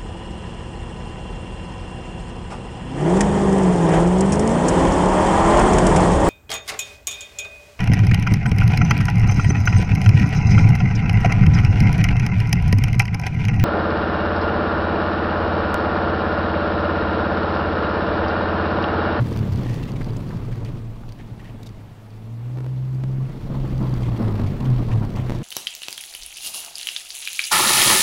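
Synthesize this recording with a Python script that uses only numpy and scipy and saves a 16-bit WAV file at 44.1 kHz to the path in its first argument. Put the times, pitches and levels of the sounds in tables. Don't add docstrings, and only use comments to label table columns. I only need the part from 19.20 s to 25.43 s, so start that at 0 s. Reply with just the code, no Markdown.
import sys
import numpy as np
from scipy import signal
from scipy.io import wavfile
from scipy.ndimage import uniform_filter1d

SR = 44100
rng = np.random.default_rng(int(sys.argv[2]) if len(sys.argv) > 2 else 0)


def output_pcm(signal):
    pcm = np.clip(np.atleast_2d(signal).T, -1, 1) * 32767
    wavfile.write(sys.argv[1], SR, np.round(pcm).astype(np.int16))


N = 274736

# time in seconds, level of wet slush under the wheels in dB,
# level of body heave in dB, level of cabin boom in dB.
RIDE = [(0, -26.5, -36, -30.5), (.5, -30, -32, -29), (1.0, -32.5, -32.5, -28), (1.5, -34.5, -32.5, -29),
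        (1.7, -43, -38, -39), (2.3, -42, -41, -39.5), (2.9, -47, -48, -48.5), (3.5, -43, -52, -45.5),
        (4.05, -37.5, -41, -37), (4.35, -32, -31, -34.5), (5.1, -29, -31.5, -30), (5.7, -31, -27, -30),
        (6.23, -29.5, -32, -33.5)]


def from_db(db):
    return 10 ** (np.asarray(db) / 20)


def rms_one(x):
    return x / np.sqrt(np.mean(x ** 2) + 1e-20)


def in_time(rows):
    seconds, *columns = np.transpose(rows)
    return [np.interp(np.arange(N) / SR, seconds, column) for column in columns]


def drift(rate_hz):
    step = 20
    settling = 4000
    pole = np.exp(-2 * np.pi * rate_hz * step / SR)
    coarse = rng.standard_normal(N // step + settling + 2)
    slow = signal.lfilter([1], [1, -2 * pole, pole * pole], coarse)[settling:]
    return np.interp(np.arange(N) / step, np.arange(len(slow)), rms_one(slow))


def band(x, low_hz, high_hz):
    sos = signal.butter(2, [low_hz, min(high_hz, .45 * SR)], "band", fs=SR, output="sos")
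    return signal.sosfilt(sos, x)


def resonance(x, hz, width_hz):
    r = np.exp(-np.pi * width_hz / SR)
    gain = (1 - r * r) / 2
    return signal.lfilter([gain, 0, -gain], [1, -2 * r * np.cos(2 * np.pi * hz / SR), r * r], x)


def coloured(spectrum, shared_db, own_db):
    hz, level_db = np.transpose(spectrum)
    edge_count = int(3 * np.log2(hz[-1] / hz[0])) + 2
    edges = np.geomspace(hz[0], 1.2 * hz[-1], edge_count)
    white = rng.standard_normal((2, N))
    out = 0
    for k, (low, high) in enumerate(zip(edges, edges[1:])):
        centre_db = np.interp(np.log(low * high) / 2, np.log(hz), level_db)
        flicker_db = shared_db + own_db * drift(15.0)
        out = out + from_db(centre_db + flicker_db) * band(white[k % 2], low, high)
    return rms_one(out)


def engine():
    # time in seconds, speed in turns per second.
    crank_rows = [(0, 80.5), (.35, 65), (.55, 57), (.95, 54.5), (1.35, 56.7), (1.85, 56.8), (2.75, 53.2),
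                  (2.9, 53.6), (3.05, 55.3), (3.35, 62.9), (3.5, 64.1), (3.95, 65.7), (4.32, 67.4),
                  (4.65, 63.9), (4.9, 59.4), (5.35, 46), (5.9, 33.2), (6.23, 29.2)]
    # time in seconds, level in dB.
    load_rows = [(0, -20.5), (.12, -27), (.33, -25.5), (.47, -29), (.58, -31.5), (1.15, -44), (1.35, -33),
                 (1.6, -33.5), (1.9, -39), (2.5, -39), (2.77, -44), (3.15, -30), (3.45, -26.5),
                 (4.03, -23.5), (4.14, -41.5), (4.33, -27.5), (5.0, -22.5), (5.25, -18), (5.38, -29.5),
                 (5.5, -13.5), (5.64, -20.5), (5.78, -16.5), (5.92, -27), (6.05, -20.5), (6.23, -28)]
    # frequency in Hz, gain in dB.
    body_response = [(40, -39), (52, -28), (65, -22.5), (86, -24), (97, -2.5), (131, 2), (143, -4.5),
                     (160, -32), (190, -27), (198, -10), (228, -7), (262, -29), (325, -16), (385, -38),
                     (435, -2), (500, -24)]
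    whole_orders, half_orders = (1, 2, 3, 4, 5, 6, 8), (1.5, 3.5)
    order_fall_db = 3
    half_steady_db, half_db_per_slowing = -46, 1.05
    first_overrun_db, overrun_slowing = 10.5, 4.6

    speed, load_db = in_time(crank_rows)[0], in_time(load_rows)[0]
    angle = 2 * np.pi * np.cumsum(speed) / SR
    slowing = np.maximum(uniform_filter1d(-np.gradient(speed) * SR, size=SR // 10), 0)
    half_db = half_steady_db + half_db_per_slowing * slowing
    first_db = first_overrun_db * np.minimum(slowing / overrun_slowing, 1)
    hz, passed_db = np.transpose(body_response)
    out = 0
    for order in whole_orders + half_orders:
        db = load_db - order_fall_db * (order - 2)
        if order in half_orders:
            db = db + half_db
        if order == 1:
            db = db + first_db
        db = db + np.interp(np.log(order * speed), np.log(hz), passed_db)
        waver_db = (.5 + .08 * slowing) * drift(9)
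        tone = np.sin(order * angle + .06 * drift(12))
        out = out + np.sqrt(2) * from_db(db + waver_db) * tone
    return out


def road():
    # frequency in Hz, width of each of two passes in Hz, relative level in dB.
    cabin_modes = [(107.8, 52.6, -4), (123, 38, -10.5)]
    # frequency in Hz, relative level in dB per Hz.
    slush_spectrum = [(140, 2.5), (230, -2), (330, -7), (500, -13), (950, -24), (1100, -22.5),
                      (1600, -49.5)]
    # frequency in Hz, relative level in dB per Hz.
    spray_spectrum = [(530, -25), (900, -2.5), (1040, -2), (1610, -6), (3630, -12), (5060, -19),
                      (7410, -26), (11100, -28.5), (13500, -28.5), (15500, -29)]

    slush_db, heave_db, boom_db = in_time(RIDE)
    spray_db = slush_db - 17
    lumps = drift(57)
    random_walk = np.cumsum(rng.standard_normal(N))
    heave = rms_one(band(random_walk, 18, 62))
    shake = rng.standard_normal(N)
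    boom = 0
    for hz, width_hz, mode_db in cabin_modes:
        once = resonance(shake, hz, width_hz)
        boom = boom + from_db(mode_db) * resonance(once, hz, width_hz)
    slush = coloured(slush_spectrum, 2.2 * lumps + 0.7 * drift(35), own_db=.6)
    spray = coloured(spray_spectrum, 0.66 * lumps + 2.2 * drift(78), own_db=1.5)
    out = from_db(heave_db) * heave + from_db(boom_db) * rms_one(boom)
    return out + from_db(slush_db) * slush + from_db(spray_db) * spray


def hiss():
    # frequency in Hz, relative level in dB per Hz.
    hiss_spectrum = [(290, -24), (500, 2), (594, 7.5), (863, 5), (1410, -4), (2570, -6.5), (7560, -19.5),
                     (15500, -23)]
    return from_db(-53) * coloured(hiss_spectrum, 0.3 * drift(60), own_db=1.5)


def trim():
    # time in seconds, strike level in dB.
    tick_rows = [(0.0704, -35), (0.11, -40), (0.127, -33), (0.1735, -27), (0.191, -31), (0.3356, -34),
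                 (0.3592, -30.5), (0.3747, -35), (0.3996, -42), (0.434, -41), (0.4788, -36), (0.4955, -35),
                 (0.543, -32), (0.6785, -42), (0.7188, -33), (0.831, -40), (0.845, -31.5), (0.861, -40),
                 (0.9058, -39), (0.934, -39), (1.0017, -50), (1.076, -43), (1.092, -36.5), (1.1708, -43),
                 (1.2596, -46), (1.3575, -40), (1.449, -33), (1.891, -38), (1.923, -35.5), (2.4914, -38),
                 (2.9053, -45), (3.7475, -45), (3.915, -47), (4.497, -43), (4.58, -35.5), (4.6284, -38),
                 (4.695, -37), (4.74, -33), (4.775, -45), (4.8303, -37), (4.978, -36), (5.272, -39),
                 (5.446, -37), (5.503, -34), (5.6875, -39), (5.85, -36), (5.904, -32), (5.962, -30.5),
                 (6.189, -40)]
    # frequency in Hz, relative level in dB, time to fall 60 dB in seconds.
    trim_modes = [(2500, -14, .006), (3400, -11, .007), (4680, -3, .007), (5900, -9, .005),
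                  (8600, -13, .004), (13600, -15, .003)]
    faint_per_second, chatter_seconds = 110, .0032

    seconds, strike_db = np.transpose(tick_rows)
    at = np.round(seconds * SR).astype(int)
    happens = rng.random(N) < faint_per_second / SR
    extra_db = 8.9 * np.minimum(rng.exponential(1, N), 3)
    faint = happens * from_db(in_time(RIDE)[0] - 39.5 + extra_db)
    spread_db = rng.normal(0, 1.2, (len(at), len(trim_modes)))
    dying = np.exp(-1 / (chatter_seconds * SR))
    out = np.zeros(N)
    for (hz, level_db, t60), own_db in zip(trim_modes, spread_db.T):
        touches = faint * from_db(level_db + 1.6 * rng.standard_normal(N))
        touches[at] = from_db(strike_db + level_db + own_db)
        tail = signal.lfilter([.06], [1, -dying], touches + 1e-18)
        chatter = touches + tail * rng.standard_normal(N)
        r, w = from_db(-60 / (t60 * SR)), 2 * np.pi * hz / SR
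        out += signal.lfilter([0, np.sin(w)], [1, -2 * r * np.cos(w), r * r], chatter)
    return out


def stroke(length):
    return np.sin(np.pi * np.sqrt(np.linspace(0, 1, round(length * SR))))


def scuffs():
    # start in seconds, length in seconds, centre in Hz,
    # level in dB ahead of wash and swell.
    scuff_rows = [(0.44, 0.21, 2490, -47), (0.493, 0.1, 4570, -58), (0.631, 0.011, 3500, -42),
                  (0.966, 0.0092, 6570, -47.5), (0.674, 0.044, 2720, -49.5), (0.758, 0.017, 3020, -45.5),
                  (0.81, 0.018, 1710, -40), (1.103, 0.037, 1290, -41), (1.827, 0.024, 1100, -50),
                  (1.318, 0.022, 2170, -46), (1.452, 0.046, 2480, -49), (1.881, 0.026, 3540, -56.5),
                  (1.986, 0.041, 2400, -51), (2.195, 0.026, 2490, -50.5), (2.24, 0.073, 2480, -52),
                  (2.43, 0.0069, 5070, -48), (2.459, 0.02, 5000, -48), (4.819, 0.088, 2760, -48),
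                  (5.263, 0.026, 2880, -47), (5.402, 0.013, 3570, -47), (5.452, 0.013, 3030, -44.5),
                  (5.713, 0.031, 2470, -42), (5.951, 0.091, 2660, -48), (6.146, 0.023, 4770, -48.5)]
    out = np.zeros(N)
    grain = rng.standard_normal(N) * from_db(3.0 * drift(150))
    for seconds, length, hz, level_db in scuff_rows:
        start, swell = round(seconds * SR), stroke(length)
        part = slice(start, start + len(swell))
        noise = grain[part]
        broad = band(noise, hz / 1.28, hz * 1.24)
        narrow = 3 * resonance(noise, 0.767 * hz, 0.054 * hz)
        core = rms_one(broad + narrow)
        wash = from_db(-7.5) * band(noise, hz / 4, hz * 2.7)
        out[part] += from_db(level_db) * (core + wash) * np.sqrt(np.abs(swell))
    return out


def surges():
    # start in seconds, length in seconds, level in dB at the top of the swell.
    surge_rows = [(3.35, 0.15, -41), (4.291, 0.048, -28.5), (4.341, 0.034, -28), (4.442, 0.019, -27),
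                  (4.599, 0.13, -26.5), (4.732, 0.016, -30), (4.907, 0.11, -33), (4.988, 0.078, -24.5),
                  (5.058, 0.12, -27.5), (5.181, 0.1, -28), (5.385, 0.25, -30.5), (5.585, 0.035, -29.5),
                  (5.68, 0.11, -28.5), (5.809, 0.08, -25), (5.947, 0.12, -31)]
    # frequency in Hz, relative level in dB per Hz.
    thud_spectrum = [(150, -10), (230, 2), (420, -14.5), (1100, -19), (1500, -34)]
    envelope = np.zeros(N)
    for seconds, length, level_db in surge_rows:
        swell = stroke(length)
        start = round(seconds * SR)
        envelope[start:][:len(swell)] += from_db(level_db) * swell
    return envelope * coloured(thud_spectrum, 1.6 * drift(40), own_db=1.5)


def pops():
    # start in seconds, push level in dB ahead of smoothing, direction of the push,
    # length in seconds, overshoot past rest as a share of the push.
    pop_rows = [(3.373, -27, 1, .0022, .9), (3.3852, -28, -1, .0022, 1.3), (3.405, -27, 1, .0022, 1.1),
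                (3.4438, -29, 1, .0022, 1.3), (3.4635, -27, -1, .002, 1.2), (3.8378, -20, 1, .0031, .7),
                (6.097, -12, 1, .0045, .0), (6.1057, -14, 1, .003, .0), (6.1205, -16, -1, .003, .0)]
    out = np.zeros(N)
    for seconds, push_db, direction, length, overshoot in pop_rows:
        start, t = round(seconds * SR), np.linspace(0, np.pi, round(length * SR))
        creep = (1 - overshoot) / 2 + (1 + overshoot) / 2 * np.cos(t)
        out[start:start + len(t)] += np.sign(direction) * from_db(push_db) * creep
    return signal.lfilter([.33], [1, -.67], out)


def scene():
    mix = engine() + road() + hiss() + trim() + scuffs() + surges() + pops()
    return mix[None]


def record(dry):
    return signal.sosfilt(signal.ellip(10, .5, 70, 15650, fs=SR, output="sos"), dry)


dry = scene()
out = record(dry)
output_pcm(out)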